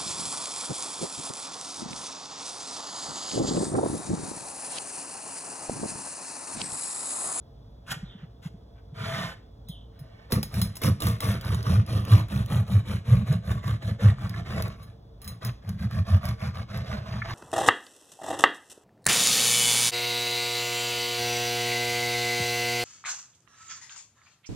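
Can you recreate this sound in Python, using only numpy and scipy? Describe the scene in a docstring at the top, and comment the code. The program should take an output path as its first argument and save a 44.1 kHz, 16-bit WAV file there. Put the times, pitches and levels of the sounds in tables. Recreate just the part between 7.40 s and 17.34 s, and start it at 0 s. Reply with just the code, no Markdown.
"""Slicing a crusty loaf

A slice of bread is pushed aside, a loaf is dragged over a wooden board, then a serrated knife saws it.
Strokes are shaped noise: teeth rasp in the crumb, crackle in the crust and shake the loaf, which booms.
Snaps, knocks and the faintly ringing blade are short fading tones or noise; sliding bread is rubbing noise.
Two faint whistles fall in pitch. A close stereo microphone hears it all in a quiet, murmuring kitchen."""
import sys
import numpy as np
from scipy import signal
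from scipy.fft import rfft, irfft, next_fast_len
from scipy.io import wavfile
from scipy.ndimage import uniform_filter1d, map_coordinates

SR = 44100
rng = np.random.default_rng(int(sys.argv[2]) if len(sys.argv) > 2 else 0)


def put_to_file(sound):
    """Save the sound as 16-bit audio at rate SR, in the file named by the first command-line argument."""
    columns = np.atleast_2d(sound).T  # one column per channel
    safe = np.clip(columns, -1, 1)
    whole_steps = np.round(safe * 32767)
    wavfile.write(sys.argv[1], SR, whole_steps.astype(np.int16))


N = 438354

# knife strokes, push and pull in turn: start_s, length_s, rasp_db, shake_db [s, s, dB, dB]
STROKES = [(2.895, 0.13, -37.5, -21.5), (3.096, 0.25, -41, -24), (3.408, 0.13, -30, -19),
           (3.587, 0.21, -34.5, -22.5), (3.789, .24, -33, -23), (4.003, 0.27, -37.5, -24),
           (4.219, .24, -35.5, -19), (4.446, 0.25, -38.5, -23.5), (4.651, 0.22, -33.5, -19.5),
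           (4.87, 0.22, -39, -23.5), (5.067, 0.19, -36.5, -21.5), (5.25, 0.2, -40.5, -23),
           (5.437, .19, -39.5, -26), (5.63, 0.24, -40.5, -19), (5.84, 0.17, -40, -23.5),
           (6.022, 0.2, -40, -24), (6.206, 0.19, -40.5, -24), (6.401, 0.17, -41, -25.5),
           (6.581, 0.17, -35.5, -19), (6.754, 0.21, -44, -29), (6.92, 0.12, -43.5, -30),
           (7.014, 0.35, -39, -28.5), (7.305, 0.27, -57, -45), (7.8, 0.19, -52, -38.5),
           (8.008, 0.11, -39, -31), (8.215, 0.16, -52, -29.5), (8.37, 0.12, -44, -26),
           (8.488, 0.15, -42.5, -25.5), (8.643, 0.16, -40, -25.5), (8.803, 0.15, -39.5, -26),
           (8.976, 0.15, -41.5, -28), (9.122, 0.13, -43.5, -32.5), (9.273, 0.18, -41.5, -29),
           (9.432, 0.2, -39.5, -30.5), (9.611, 0.25, -42.5, -31), (9.838, 0.14, -37.5, -35)]
# crackle against the rasp, mostly sinking as the teeth leave the brittle top crust: time_s, level_db [s, dB]
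CRISPNESS = [(2.9, -5), (3.2, -7), (3.65, -5), (4.1, -13.5), (5.1, -12), (6.1, -15), (7.0, -20),
             (7.87, -13), (8.1, -17.5), (8.8, -16), (9.7, -25.5)]
# the change from top crust to sides: begin_s, end_s [s]
TOP_CRUST_ENDS_S = [4.6, 5.05]
# the blade catches and the whole loaf rocks: time_s, level_db, pitch_hz [s, dB, Hz]
CATCHES = [(3.517, -15, 102), (4.393, -12.5, 107), (4.744, -6.5, 106.5), (5.2, -15, 106),
           (5.364, -10.5, 99), (5.734, -8, 117), (5.912, -14.5, 141), (6.67, -6, 102.7),
           (8.086, -20.5, 116), (8.461, -18, 112), (8.599, -15, 94.3), (8.748, -8.5, 91.4)]


def amp(db):
    """Turn decibels into a gain."""
    return 10 ** (np.asarray(db) / 20)


def unit(x):
    """Scale a sound to an average (rms) level of 1."""
    return x / np.sqrt(np.mean(x ** 2) + 1e-20)


def even(x, size):
    """Level a sound to rms 1 over every stretch of size samples."""
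    return x / np.sqrt(np.abs(uniform_filter1d(x ** 2, size)) + 1e-12)


def along(points, hz):
    """Read a curve of (Hz, value) points on a logarithmic pitch axis."""
    f, v = np.transpose(points)
    return np.interp(np.log(hz + 1), np.log(f + 1), v)


def over_time(points, s):
    """Join (seconds, value) points by straight lines."""
    return np.interp(s, *np.transpose(points))


def wobble(rate):
    """Draw a smooth random curve through rate random points a second."""
    return map_coordinates(rng.standard_normal(int(N * rate / SR) + 4), [np.arange(N) * rate / SR])


def add(track, s, sound):
    """Mix a sound into the track at time s."""
    i = max(round(s * SR), 0)
    track[i:i + len(sound)] += sound[:max(N - i, 0)]


def filtered(x, response):
    """Change the strength and phase of each frequency by a given response."""
    m = next_fast_len(N + SR // 2)
    return irfft(rfft(x, m) * response(np.fft.rfftfreq(m, 1 / SR)), m)[..., :N]


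def coloured(x, spectrum, peaks=()):
    """Colour a sound by a spectrum with resonant peaks on top, without ringing ahead of time."""
    size = 8192
    hz = np.fft.rfftfreq(size, 1 / SR)
    db = along(spectrum, hz)
    for centre, width, gain in peaks:
        db = db + gain / (1 + (2 * (hz - centre) / width) ** 2)
    # folding the cepstrum puts the energy of the filter as early as possible
    cepstrum = irfft(np.log(amp(db)))
    cepstrum[1:size // 2] *= 2
    cepstrum[size // 2 + 1:] = 0
    response = irfft(np.exp(rfft(cepstrum)))
    return signal.fftconvolve(x, response / np.linalg.norm(response))[:N]


def fractures(rate, spread_db, bed):
    """Tiny breaks of scattered size, about rate a second, on a bed of smooth friction noise; rms 1."""
    sizes = amp(spread_db * np.clip(rng.standard_normal(N), -2, 2)) * rng.choice([-1, 1], N)
    breaks = unit(sizes * (rng.random(N) < rate / SR))
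    return unit(breaks + bed * rng.standard_normal(N))


def pings(drive, band_hz, t60, count):
    """Chips break at random moments and ring briefly at their own pitches, driven by drive; evened to rms 1."""
    when, pitch, size = rng.random((count, 3)).T[:, :, None]
    start, n = (when * N).astype(int), np.arange(300)
    hz = band_hz[0] + pitch * (band_hz[1] - band_hz[0])
    fade = amp(-14 * size - 60 * n / SR / t60)
    chips = drive[start] * fade * np.sin(2 * np.pi * hz * n / SR)
    return even(np.bincount((start + n).ravel(), chips.ravel(), N)[:N], size=5000)


def hollow(x, t60, share):
    """A hard shell adds a short, dense ring to each grain; the ring blends into a new one every 0.2 s."""
    size = SR // 5
    window = signal.windows.hann(2 * size, sym=False)
    t = np.arange(SR // 14) / SR
    padded, rung = np.pad(x, (size, 2 * size)), np.zeros(N + 4 * size)
    for i in range(0, N + size, size):
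        ring = amp(-60 * t / t60) * rng.standard_normal(len(t))
        piece = signal.fftconvolve(window * padded[i:i + 2 * size], ring / np.linalg.norm(ring))
        rung[i:i + len(piece)] += piece
    share = np.clip(share, 0, 1)
    return np.sqrt(1 - share) * x + np.sqrt(share) * rung[size:size + N]


def kitchen(x):
    """The walls answer with one diffuse, fading tail; the highest treble dies first."""
    # how long the room rings: pitch_hz, fall_by_60_db_s [Hz, s]
    room_decay = [(100, 0.43), (500, 0.31), (3000, 0.38), (8000, 0.33), (16000, 0.11)]
    hz, t, z = signal.stft(rng.standard_normal(SR // 2), SR, nperseg=256)
    fade = amp(-60 * t / along(room_decay, hz)[:, None])
    tail = signal.istft(z * fade, SR, nperseg=256)[1]
    return signal.fftconvolve(np.pad(x, (200, 0)), tail / np.linalg.norm(tail))[:N]


def room_tone():
    """Coloured noise makes the steady low murmur of the kitchen, with a faint hum and a thin whine."""
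    # spectrum of the murmur: pitch_hz, relative_level_db [Hz, dB]
    murmur = [(30, -25), (52, 9.5), (80, -3.5), (110, 4), (150, -9.5), (200, -8.5), (350, -18), (650, -22),
              (1000, -28), (2500, -48), (3600, -37.5), (5400, -40.5), (7000, -52.5)]
    hum_and_whine = [(451.4, 15.0, 12.4), (563.5, 11, 9.3), (679.5, 17, 11.0), (3410, 220, 11.0)]  # Hz, width Hz, dB
    return coloured(rng.standard_normal(N), murmur, hum_and_whine)


def slides():
    """Dry crust and crumbs scrape over the wood, as strongly as the bread moves fast."""
    # bread slides over the board or shifts under the hand:
    # start_s, length_s, peakedness of the speed, scrape_db, grit_db [s, s, power, dB, dB]
    moves = [(0.4854, 0.06, 5.5, -31.5, -36), (0.4596, 0.11, 1.2, -37, -48), (0.43, 0.43, 0.78, -59.5, -99),
             (1.019, 0.071, 0.63, -49.5, -57.5), (0.77, 0.1, 1.1, -60.5, -92), (1.34, 0.077, 1, -65.5, -90),
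             (1.537, 0.42, 1.07, -31, -47.5), (2.52, 1, 0.41, -56, -79.5)]
    # spectra of the scrape and the grit: pitch_hz, relative_level_db [Hz, dB]
    scrape_colour = [(50, -15), (100, 16), (200, 6), (280, -8.5), (800, -3.5), (2100, -4), (3300, -5.5),
                     (5200, -14.5), (7000, -27), (16000, -52)]
    grit_colour = [(2200, -11), (3300, 5.5), (6200, 1.5), (11000, -0.5), (16000, -12.5)]
    # resonances of the rubbing crust, slice and loaf: pitch_hz, width_hz, boost_db [Hz, Hz, dB]
    slice_rub = [(1450, 640, 7), (3320, 430, 6.5)]
    loaf_rub = [(660, 59, 8.5), (1180, 82, 5), (1840, 190, 3.5), (2200, 74, 5), (2550, 310, -8)]
    fastest_share = 0.6  # where in a slide the bread is fastest
    loaf_from_s = 1.5  # the light slice is moved before this, the whole loaf after it
    scrape, grit = np.zeros((2, N))
    for start, length, peakedness, scrape_db, grit_db in moves:
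        u = np.arange(0, 1, 1 / (length * SR))
        progress = np.interp(u, [0, fastest_share, 1], [0, .5, 1])
        speed = np.abs(np.sin(np.pi * progress)) ** abs(peakedness)
        add(scrape, start, amp(scrape_db) * speed)
        add(grit, start, amp(grit_db) * speed)
    grains = fractures(rate=3500, spread_db=5.5, bed=0.72) * amp(1.5 * wobble(90))
    rub = unit(hollow(grains, t60=0.061, share=0.93))
    rub = rub + amp(-10) * pings(amp(2 * wobble(90)), band_hz=(500, 6000), t60=.009, count=10000)
    is_slice = np.arange(N) / SR < loaf_from_s
    rub = np.where(is_slice, coloured(rub, scrape_colour, slice_rub), coloured(rub, scrape_colour, loaf_rub))
    crumbs = coloured(fractures(rate=4100, spread_db=0.0, bed=.6), grit_colour)
    return amp(-2.1) * scrape * rub + grit * crumbs


def rocking(events, rise_cycles, fall_cycles):
    """The bread rocks for a few cycles, a low tone that swells and dies."""
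    out, t = np.zeros(N), np.arange(-SR // 10, SR // 10) / SR
    for s, db, hz in events:
        swell = np.exp(-.5 * (hz * t / np.where(t < 0, rise_cycles, fall_cycles)) ** 2)
        add(out, s + t[0], amp(db) * swell * np.sin(2 * np.pi * (hz * t + rng.random())))
    return out


def judders():
    """A caught blade swings the loaf; a bump gives a shorter and mostly higher thud."""
    # hands and knife bump the bread against the board: time_s, level_db [s, dB]
    bump_times = [(0.571, -32), (0.636, -27.5), (0.756, -36), (.837, -31.5), (1.063, -25), (1.148, -36),
                  (1.532, -35), (1.615, -30.5), (1.642, -30), (2.3, -29), (2.618, -31.5)]
    bump_hz = 152.5  # typical pitch, scattered by about a tenth
    bumps = [(s, db, bump_hz * np.exp(rng.normal(0, 0.1))) for s, db in bump_times]
    caught = rocking(CATCHES, rise_cycles=1.38, fall_cycles=1.6)
    return caught + rocking(bumps, rise_cycles=0.61, fall_cycles=1.16)


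def whistles(blur_rate=800):
    """Faint, distant tones fall in pitch, blurred by random curves of blur_rate points a second."""
    # start_s, length_s, level_db [s, s, dB]
    falling_tones = [(0.64, 0.11, -57), (2.266, 0.11, -52.5)]
    from_hz, to_hz = 3830, 3020
    out = np.zeros(N)
    for s, length, db in falling_tones:
        u = np.arange(0, 1, 1 / (length * SR))
        phase = 2 * np.pi * np.cumsum(from_hz + (to_hz - from_hz) * u) / SR
        tone = wobble(blur_rate)[:len(u)] * np.cos(phase) + wobble(blur_rate)[:len(u)] * np.sin(phase)
        add(out, s, amp(db) * np.sin(np.pi * u) * tone)
    return out + amp(-2.5) * kitchen(out)


def blade(detune=0.0023, flutter=1.53):
    """Each pluck rings the steel at new strengths; the grip and the crust make the ring unsteady."""
    # teeth pluck the blade while it is free to ring: time_s, level_db [s, dB]
    plucks = [(2.2862, -38), (2.592, -46), (2.9216, -23), (3.029, -27.5), (3.2159, -19), (3.3552, -33),
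              (3.8048, -26), (7.43, -45.5), (7.817, -37.5), (7.844, -36), (7.877, -29), (8.049, -30)]
    # ringing pitches of the steel: pitch_hz, relative_level_db [Hz, dB]
    steel_modes = [(2090, -8), (3220, -4.5), (4040, 3.5), (5100, 3.5), (6540, -3), (7760, -11), (9330, 8),
                   (10560, 5.5), (11960, -0.5), (14530, 5), (14930, 0)]
    # the edge reaches the wood: time_s, level_db, pitch_hz [s, dB, Hz]
    edge_hits = [(6.696, -28, 1884), (6.939, -24, 1710), (9.818, -15.5, 1753)]
    blade_t60_s, edge_t60_s = 0.12, 0.026  # time to fall by 60 dB
    out, t = np.zeros(N), np.arange(SR // 4) / SR
    for s, db in plucks:
        ring = 2.8 * amp(-60 * t / .02) * rng.standard_normal(len(t))  # the noisy start of the pluck
        for hz, level in steel_modes:
            # a random walk of the phase, about flutter radians in 10 ms
            drift = flutter * np.cumsum(rng.standard_normal(len(t))) / np.sqrt(SR / 100)
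            phase = 2 * np.pi * (hz * (1 + detune * rng.normal()) * t + rng.random()) + drift
            ring += amp(level + rng.normal(0, 2) - 60 * t / blade_t60_s) * np.sin(phase)
        add(out, s, amp(db - 18.5) * ring)
    # the edge knocks on the wood: a dry, rough tock
    for s, db, hz in edge_hits:
        tock = np.sin(2 * np.pi * hz * t) * (1 + wobble(1400)[:len(t)])
        add(out, s, amp(db - 60 * t / edge_t60_s) * (1 - np.exp(-t / 0.0042)) * tock)
    return out


def stroke_levels(crackle_power, shake_lag_s):
    """Rasp, crackle and shake follow the speed of the blade, which stops at each turn."""
    # the cut: begin_s, end_s [s]
    cut_s = [2.9, 9.9]
    # where in a stroke the blade is fastest: first_jabs, last_eased_strokes [share of the stroke]
    fastest_shares = [0.28, 0.5]
    # how peaked the speed is: first_strokes, last_strokes [power]
    peakedness = [2.2, 0.95]
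    rest_drag = .06  # share of the rasp that stays while the blade turns
    levels = np.zeros((3, N))
    for start, length, rasp_db, shake_db in STROKES:
        u = np.arange(0, 1, 1 / (length * SR))
        fastest = np.clip(np.interp(start, cut_s, fastest_shares), 0, 1)
        progress = np.interp(u, [0, fastest, 1], [0, .5, 1])
        speed = np.abs(np.sin(np.pi * progress)) ** np.interp(start, cut_s, peakedness)
        drag = rest_drag + (1 - rest_drag) * speed
        crackle_db = rasp_db + over_time(CRISPNESS, start + u * length)
        add(levels[0], start, amp(rasp_db) * drag)
        add(levels[1], start, amp(crackle_db) * speed ** crackle_power)
        add(levels[2], start + shake_lag_s, amp(shake_db) * speed)
    return uniform_filter1d(levels, size=200, axis=1)


def rasping(bites, clumps):
    """Teeth tear the crumb in uneven bites, coloured by the crust they pass and the place of the blade."""
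    # spectra in the top crust, sides and bottom crust: pitch_hz, relative_level_db [Hz, dB]
    top_colour = [(120, -4), (235, 1.5), (520, -1), (800, -4.5), (1300, -4), (2500, -9), (4200, -7.5),
                  (16000, -48)]
    side_colour = [(120, -17), (260, -1.5), (600, -1), (850, -5.5), (1700, -5), (2600, -10.5), (4000, -6.5),
                   (5200, -24.5), (6500, -18), (9000, -23), (16000, -65)]
    bottom_colour = [(120, 1.5), (330, -5.5), (680, 2), (900, -5), (1800, -1.5), (2700, -9), (4500, -7.5),
                     (7000, -21.5), (16000, -44)]
    # resonances of loaf and blade in the cut: pitch_hz, width_hz, boost_db [Hz, Hz, dB]
    cut_resonances = [(291.6, 29, 9), (499, 78, 7.5), (651, 54, 8), (1161, 133, 9.5)]
    # the change from sides to bottom crust: begin_s, end_s [s]
    bottom_begins_s = [5, 8.8]
    cut_shift = .035  # share by which the resonances move up and down as the blade travels
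    grains = fractures(rate=1400, spread_db=0.5, bed=0.55) * amp(1.76 * bites + 2.35 * clumps)
    teeth = even(hollow(grains, t60=0.057, share=0.6), size=4000)
    ticks = pings(amp(3 * bites), band_hz=(400, 6500), t60=.009, count=9000)
    teeth = amp(-2) * teeth + amp(-10.5) * ticks
    # the teeth pass from the arched top crust through the sides to the crust lying on the board
    t = np.arange(N) / SR
    top = np.interp(t, TOP_CRUST_ENDS_S, [1, 0])
    bottom = np.interp(t, bottom_begins_s, [0, 1])
    pushed_in = np.interp(t, [row[0] for row in STROKES], np.arange(len(STROKES)) % 2)
    rasp = np.zeros(N)
    # fade between resonances shifted up and shifted down
    for share, shift in (pushed_in, 1 + cut_shift), (1 - pushed_in, 1 - cut_shift):
        cut = [(hz * shift, width, db) for hz, width, db in cut_resonances]
        top_part = top * coloured(teeth, top_colour, cut)
        side_part = (1 - top - bottom) * coloured(teeth, side_colour, cut)
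        bottom_part = bottom * coloured(teeth, bottom_colour, cut[2:])
        rasp += share * (top_part + side_part + bottom_part)
    return rasp


def crackling(bites, clumps):
    """Each bite chips the crust: tiny breaks and short pings, bright where the steel rings along."""
    # spectrum of the chips: pitch_hz, relative_level_db [Hz, dB]
    crackle_colour = [(1500, -26), (4000, -32), (5500, -0.5), (7400, -4.5), (9500, 8.5), (11300, 0.5),
                      (13000, 4), (15000, -6), (16500, -7.5)]
    # bands where the blade rings along with the chips: pitch_hz, width_hz, boost_db [Hz, Hz, dB]
    steel_bands = [(5430, 340, 12), (11200, 350, 5), (14520, 200, 9.5)]
    splinters = pings(amp(2 * bites), band_hz=(3000, 16500), t60=.008, count=15000)
    chips = unit(fractures(rate=1800, spread_db=5, bed=.35) * amp(2 * bites + 1.6 * clumps))
    chips = chips + amp(-6.5) * splinters
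    chips = even(hollow(chips, t60=.05, share=.45), size=4000)
    return coloured(chips, crackle_colour, steel_bands)


def board(force):
    """The loaf on the board booms at its low resonances when a force shakes it."""
    # loaf on the board: pitch_hz, width_hz, relative_level_db [Hz, Hz, dB]
    boom_modes = [(77, 52.7, -7.5), (117.9, 20, 1), (179, 36.7, -10.5), (205.8, 14, -7.5)]

    def modes(f):
        """Sum the resonances with alternating sign."""
        total = 0
        for k, (c, w, db) in enumerate(boom_modes):
            total = total + (-1) ** k * amp(db) * 1j * f * w / (c * c - f * f + 1j * f * w)
        return total

    soft = signal.butter(3, [55, 260], "band", fs=SR, output="sos")
    return signal.sosfilt(soft, filtered(force, modes))


def sawing():
    """Teeth bite in uneven clumps; each stroke tears crumb, chips crust and tugs at the loaf."""
    rasp_level, crackle_level, shake_level = stroke_levels(crackle_power=1.32, shake_lag_s=0.019)
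    bites, clumps = wobble(260), wobble(40)
    rasp = rasping(bites, clumps)
    crackle = crackling(bites, clumps)
    # level the boom to an even strength, so that shake_level alone shapes each stroke
    shake = even(board(fractures(rate=300, spread_db=3.5, bed=0.37)), size=2600)
    return amp(0.58) * rasp_level * rasp + amp(2.5) * crackle_level * crackle + shake_level * shake


def snaps(crumble_longer=8, crumble_db=-19):
    """A crack rings the broken piece at its own pitches, with a short trickle; each stroke adds small ones."""
    # crust breaks, or a tooth ticks free as the blade turns: time_s, level_db [s, dB]
    big_breaks = [(2.9214, -9), (3.03, -15), (3.1415, -21.5), (3.2166, -14), (3.3682, -21), (3.418, -20),
                  (3.4361, -12.5), (3.604, -19.5), (3.6212, -13.5), (3.669, -14), (3.8048, -18),
                  (4.0111, -25.5), (4.048, -27.5), (4.1458, -20.5), (4.2281, -26), (4.4635, -31),
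                  (4.6507, -26), (4.717, -23), (4.8846, -33.5), (5.0607, -26), (5.2807, -33), (5.3356, -29),
                  (5.6957, -39), (5.927, -26), (6.279, -24), (6.895, -24), (7.2232, -16), (7.281, -30),
                  (8.0489, -18), (8.069, -22), (8.2922, -21.5), (8.5104, -33), (8.8544, -19.5),
                  (8.889, -20), (9.3744, -24.5)]
    # time to fall by 60 dB, longer in the top crust: top_pieces_s, later_splinters_s [s]
    break_t60_s = [0.034, 0.017]
    splinter_db, scatter_db = 4, 2.5  # small splinters against their stroke, and the spread [dB]
    splinter_t60_s = .006
    out, t = np.zeros(N), np.arange(SR // 8) / SR
    breaks = [(s, db, np.interp(s, TOP_CRUST_ENDS_S, break_t60_s)) for s, db in big_breaks]
    for start, length, rasp_db, _ in STROKES:
        db = rasp_db + .5 * over_time(CRISPNESS, start) + splinter_db
        for scatter in rng.normal(0, scatter_db, size=2):
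            breaks.append((start + length * rng.beta(2, 2), db + scatter, splinter_t60_s))
    for s, db, t60 in breaks:
        piece = unit(np.sin(2 * np.pi * rng.uniform(2000, 15500, (8, 1)) * t).sum(axis=0))
        crack = amp(-60 * t / t60) * (piece + rng.standard_normal(len(t)))
        trickle = amp(crumble_db - 60 * t / (crumble_longer * t60)) * rng.standard_normal(len(t))
        add(out, s, amp(db - 15.0) * (crack + trickle))
    snap_colour = [(150, 7.5), (1200, 1.5), (2500, -4.0), (4500, 3), (7500, -8.5), (11000, -0.5),
                   (13000, -2.5), (15000, -8.5), (16500, -7)]  # Hz, relative dB
    return coloured(out, snap_colour)


def knocks():
    """Each knock rings the modes of the board at new strengths; the high ones die first."""
    # the crust gives way and the loaf knocks on the board: time_s, level_db [s, dB]
    loaf_knocks = [(2.925, -13.5), (2.975, -16.5), (3.437, -22), (3.479, -14), (3.674, -25), (3.947, -23),
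                   (5.106, -25), (8.052, -29.5)]
    # ringing of the board under a knock: pitch_hz, relative_level_db [Hz, dB]
    wood_modes = [(150, -3.5), (212, -0.5), (293, -11), (395, -10.5), (505, -7), (1170, -9), (1310, -11)]
    wood_cycles = 41.6  # each mode falls by 60 dB within this many cycles
    catch_knock_db = -17.5  # a rocking loaf knocks too, its level lowered by this
    out, t = np.zeros(N), np.arange(SR // 6) / SR
    for s, db in loaf_knocks + [(s, db + catch_knock_db) for s, db, _ in CATCHES]:
        ring = np.zeros(len(t))
        for hz, level in wood_modes:
            fade = amp(level + rng.normal(0, 0.97) - 60 * hz * t / wood_cycles)
            ring += fade * np.sin(2 * np.pi * (hz * t + rng.random()))
        add(out, s, amp(db - 7.5) * (1 - np.exp(-t / 0.00062)) * ring)
    return out


def scene():
    """Everything happens near the middle; the counter and the walls add width."""
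    bright = sawing() + knocks() + snaps() + blade() + slides() + whistles()
    mid = bright + judders() + amp(-13) * kitchen(bright) + amp(-48.5) * room_tone()
    counter = hollow(bright, t60=0.024, share=1)
    side = amp(-29.0) * kitchen(bright) + amp(-15.0) * counter + amp(-62.0) * room_tone()
    side_colour = [(130, -12.5), (350, 10.5), (2500, 14.0), (5000, -27)]  # Hz, dB
    side = filtered(side, lambda hz: amp(along(side_colour, hz)))
    return np.array([mid + side, mid - side])


def record(dry):
    """The two microphone ports hear the sound with a phase difference, steeply cut above the top frequency."""
    # how far the left port leads: pitch_hz, lead_rad [Hz, radians]
    port_lead = [(0, 0), (1100, .2), (3600, 1.4), (6400, 6), (7500, 6.5), (8400, 9.2), (9550, 9.8),
                 (10400, 12.2), (11600, 12.8), (12500, 15.3), (13800, 16.1), (14700, 18.8)]
    top_hz = 16100

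    def ports(hz):
        """Split the lead evenly between left and right."""
        lead = np.interp(hz, *np.transpose(port_lead))
        band = 1 / (1 + (hz / top_hz) ** 150)
        return np.exp(.5j * np.array([lead, -lead])) * band

    return filtered(dry, ports) * amp([[-.25], [.25]])


dry = scene()
out = record(dry)
put_to_file(out)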